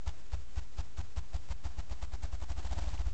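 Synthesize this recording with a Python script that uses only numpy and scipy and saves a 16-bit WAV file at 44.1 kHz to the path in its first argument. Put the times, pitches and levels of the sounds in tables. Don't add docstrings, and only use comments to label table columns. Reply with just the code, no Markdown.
import sys
import numpy as np
from scipy import signal
from scipy.fft import rfft, irfft
from scipy.io import wavfile
from scipy.ndimage import uniform_filter1d

SR = 44100
rng = np.random.default_rng(int(sys.argv[2]) if len(sys.argv) > 2 else 0)


def field_ratio(decibels):
    return 10 ** (np.asarray(decibels, dtype=float) / 20)


def put_to_file(sound):
    columns = np.atleast_2d(sound).T
    safe = np.clip(columns, -1, 1)
    whole_steps = np.round(safe * 32767)
    wavfile.write(sys.argv[1], SR, whole_steps.astype(np.int16))


N = 138033


def coloured(points, x):
    hz = np.fft.rfftfreq(len(x), 1 / SR)
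    point_hz, point_db = np.transpose(points)
    gain_db = np.interp(np.log(hz + 1), np.log(point_hz + 1), point_db, -99, -99)
    y = irfft(rfft(x) * field_ratio(gain_db), len(x))
    return y / np.std(y)


def slow(span_s):
    span = int(span_s * SR)
    x = uniform_filter1d(uniform_filter1d(rng.standard_normal(N), span), span)
    return x / np.std(x)


def ring(x, hz, width_hz):
    return signal.lfilter(*signal.iirpeak(hz, hz / width_hz, SR), x)


# (frequency [Hz], level [dB per Hz])
HISS_COLOUR = [(150, -43.5), (250, -5.5), (380, -5), (446, -7.5), (2920, -14.5), (3180, -15), (7900, -16.5),
               (10300, -51.5), (17400, -120)]
# (frequency [Hz], level [dB per Hz])
RUMBLE_COLOUR = [(18, -30), (30, 0), (55, 1), (105, -12), (140, -15), (220, -18.5), (300, -30)]
# (start [s], length [s], level [dB], pitch [Hz])
WHISTLE = (.46, .1, -74, 3100)


def forest(t):
    start, length, db, hz = WHISTLE
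    swell = np.sin(np.pi * np.clip((t - start) / length, 0, 1))
    whistle = field_ratio(db) * swell * np.sin(2 * np.pi * hz * t)
    hiss = field_ratio(-63.5 + 1.2 * slow(0.029)) * coloured(HISS_COLOUR, rng.standard_normal(N))
    rumble = field_ratio(-55 + 0.53 * slow(0.033)) * coloured(RUMBLE_COLOUR, rng.standard_normal(N))
    return hiss + rumble + whistle


# (pressure trough [s], push level [dB], swish level [dB], push pitch before scaling [Hz])
WING_BEATS = [(0.078, -28, -47, 69.6), (0.3381, -29, -47, 67.7), (0.577, -28.5, -47, 67.4),
              (0.7925, -29, -46.5, 70), (0.9914, -30, -47.5, 75.3), (1.1789, -29, -47.5, 71),
              (1.3498, -29.0, -47.7, 70.4), (1.5088, -29.5, -46.5, 61.6), (1.6573, -31, -46.5, 69.5),
              (1.7894, -31, -48, 66.7), (1.916, -32, -48, 64.4), (2.0328, -32, -49.5, 66),
              (2.1395, -32, -49, 63), (2.2418, -29.5, -48, 63.4), (2.3372, -30.5, -48.5, 63.0),
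              (2.4243, -33.5, -47, 66), (2.5069, -29.5, -48, 66), (2.583, -32, -46, 63),
              (2.6537, -31.5, -46.5, 64), (2.7174, -30, -45.5, 64.0), (2.7745, -29.5, -45, 70),
              (2.8252, -31, -46, 45.3), (2.8759, -30.5, -46.5, 48), (2.935, -30, -46.5, 67),
              (3, -27.5, -47.5, 60.5), (3.0688, -27.5, -49.5, 64)]


def speeds():
    slow_gap_s, full_speed_gap_s = .11, .055
    gaps = np.gradient([beat[0] for beat in WING_BEATS])
    return np.clip((slow_gap_s - gaps) / (slow_gap_s - full_speed_gap_s), 0, 1)


def push(u, hz):
    peak_s, rise_s, fall_s = .0032, .008, .0088
    lead_s, glide_per_s, octave_share = .0006, 5., 0.12
    swell = np.exp(-.5 * ((u - peak_s) / np.where(u < peak_s, rise_s, fall_s)) ** 2)
    turn = 2 * np.pi * hz * (u + lead_s) * (1 + glide_per_s * u)
    return -swell * (np.cos(turn) + octave_share * np.cos(2 * turn))


def trees(x):
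    boom_db, boom_t60_s = -19, .3
    space = np.zeros(SR // 2)
    at = np.arange(900, SR // 2 - 200, 200)
    tail = rng.standard_normal(len(at)) * field_ratio(-60 * at / SR / boom_t60_s)
    space[at] = field_ratio(boom_db) * tail / np.linalg.norm(tail)
    space[0] = 1
    return signal.fftconvolve(x, space)[:N]


# (delay [s], level [dB])
PUSH_ECHOES = [
    (.022, -24),
    (.034, -18),
    (.0495, -16),
]


def pushes(t):
    trim_db, pitch_scale, lowest_hz = 1.75, .84, 53
    echo_wobble_db, echo_jitter_s = 2.5, .0012
    out = np.zeros(N)
    for s, db, _, push_hz in WING_BEATS:
        near = slice(max(round((s - .05) * SR), 0), round((s + .12) * SR))
        u = t[near] - s
        hz = max(pitch_scale * push_hz, lowest_hz)
        pulse = push(u, hz)
        for delay, echo_db in PUSH_ECHOES:
            level_chance, time_chance = rng.standard_normal(2)
            late = u - delay - echo_jitter_s * time_chance
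            pulse = pulse + field_ratio(echo_db + echo_wobble_db * level_chance) * push(late, hz / pitch_scale)
        out[near] += field_ratio(db + trim_db) * pulse
    return trees(out)


# (centre [s], width [s], level [dB], gain at full speed [dB])
SWISH_STROKES = [
    (-.017, 0.0024, -8.5, -5),
    (-.001, 0.0089, -1.52, -4),
    (0.014, 0.0063, -4.5, 1),
    (0.043, 0.055, -19.5, -2.5),
]
# (time [s], level [dB])
RUSTLE = [
    (0, -77),
    (2.3, -87.5),
    (2.6, -63),
    (2.82, -55),
    (2.95, -54.5),
    (3.02, -66),
    (3.13, -63),
]
# (frequency [Hz], level [dB per Hz])
FEATHER_COLOUR = [(150, -37), (250, -1.5), (472, -6), (892, -1.5), (1840, -8.5), (3470, -11), (7140, -14),
                  (7900, -14), (10300, -50), (17400, -120)]
# (frequency [Hz], width [Hz], level [dB])
QUILL_HUMS = [
    (673, 410, -11),
    (295.5, 87, -14),
    (176, 90, -5.5),
]
# (time [s], level [dB])
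HUM_EFFORT = [
    (0, -7),
    (.8, -11.5),
    (1.5, 1),
    (2.0, -3),
    (2.4, -4.5),
    (2.85, 2),
    (3.13, -16),
]


def swish_power(t):
    wobble_db, jitter_s = 1.5, .0018
    power = field_ratio(np.interp(t, *np.transpose(RUSTLE))) ** 2
    for (s, _, db, _), speed in zip(WING_BEATS, speeds()):
        for mid, width, part_db, fast_db in SWISH_STROKES:
            time_chance, level_chance = rng.standard_normal(2)
            u = (t - s - mid - jitter_s * time_chance) / width
            level = field_ratio(db + part_db + fast_db * speed + wobble_db * level_chance)
            power = power + level ** 2 * np.exp(-u ** 2)
    return power


def torn_air():
    ticks_per_s, tick_db, tick_spread_db, flutter_db = 220, -10, 3.5, 1.5
    hits = rng.random(N) < ticks_per_s / SR
    sizes = field_ratio(tick_spread_db * np.minimum(rng.exponential(1, N), 2))
    ticks = hits * sizes * rng.choice([-1, 1], N)
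    flutter = rng.standard_normal(N) * field_ratio(flutter_db * slow(0.0025))
    return flutter + field_ratio(tick_db) * ticks * np.sqrt(SR / ticks_per_s)


def swishes(t):
    trim_db = -0.5
    power = swish_power(t)
    air = torn_air()
    hum = np.zeros(N)
    for hz, width, db in QUILL_HUMS:
        tone = ring(ring(air, hz, width), hz, width)
        hum += field_ratio(db) * tone / np.std(tone)
    effort = field_ratio(np.interp(t, *np.transpose(HUM_EFFORT)))
    return field_ratio(trim_db) * np.sqrt(power) * (coloured(FEATHER_COLOUR, air) + effort * hum)


# (centre [s], pitch [Hz], width [s], level [dB], gain at full speed [dB])
WING_CLAPS = [
    (-.001, 731, 0.0017, -2, -0.5),
    (.012, 760, 0.0022, -5, 6.5),
    (.011, 308, 0.0035, -9.5, 5.5),
]


def claps(t):
    wobble_db, jitter_s, pitch_spread = 2., .002, .12
    out = np.zeros(N)
    for (s, _, db, _), speed in zip(WING_BEATS, speeds()):
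        near = slice(round((s - .03) * SR), round((s + .04) * SR))
        for mid, hz, width, part_db, fast_db in WING_CLAPS:
            time_chance, level_chance, pitch_chance, phase = rng.standard_normal(4)
            u = t[near] - s - mid - jitter_s * time_chance
            size = field_ratio(db + part_db + fast_db * speed + wobble_db * level_chance)
            tone = np.sin(2 * np.pi * (hz * (1 + pitch_spread * pitch_chance) * u + phase))
            out[near] += size * np.exp(-.5 * (u / width) ** 2) * tone
    return out


# (time [s], level [dB], pitch [Hz])
FEATHER_SNAPS = [
    (.092, -41, 3460),
    (2.891, -44, 4300),
    (2.979, -42.5, 2630),
]


def snaps(t):
    out = np.zeros(N)
    for s, db, hz in FEATHER_SNAPS:
        out += field_ratio(db) * np.exp(-((t - s) / 0.00041) ** 2) * np.sin(2 * np.pi * hz * (t - s))
    return out


def scene():
    t = np.arange(N) / SR
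    return (forest(t) + pushes(t) + swishes(t) + claps(t) + snaps(t))[None]


# (frequency [Hz], level [dB])
TREBLE_ROLL_OFF = [(7200, 0.5), (7800, -2.5), (8300, -11.5), (8700, -21.5), (9000, -36.5), (9200, -51)]


def microphone(dry):
    fold_hz, offset = 8000, -.0247
    hz = np.fft.rfftfreq(N, 1 / SR)
    low = irfft(rfft(dry) * (hz < fold_hz), N)
    mirrored = low * (1 + 2 * np.cos(4 * np.pi * fold_hz * np.arange(N) / SR))
    gain_db = np.interp(hz, *np.transpose(TREBLE_ROLL_OFF), right=-99)
    return irfft(rfft(mirrored) * field_ratio(gain_db), N) + offset


def band_limit(x):
    return signal.sosfilt(signal.butter(12, 9100, fs=SR, output="sos"), x)


def record(dry):
    mix = microphone(dry)
    return band_limit(mix)


dry = scene()
out = record(dry)
put_to_file(out)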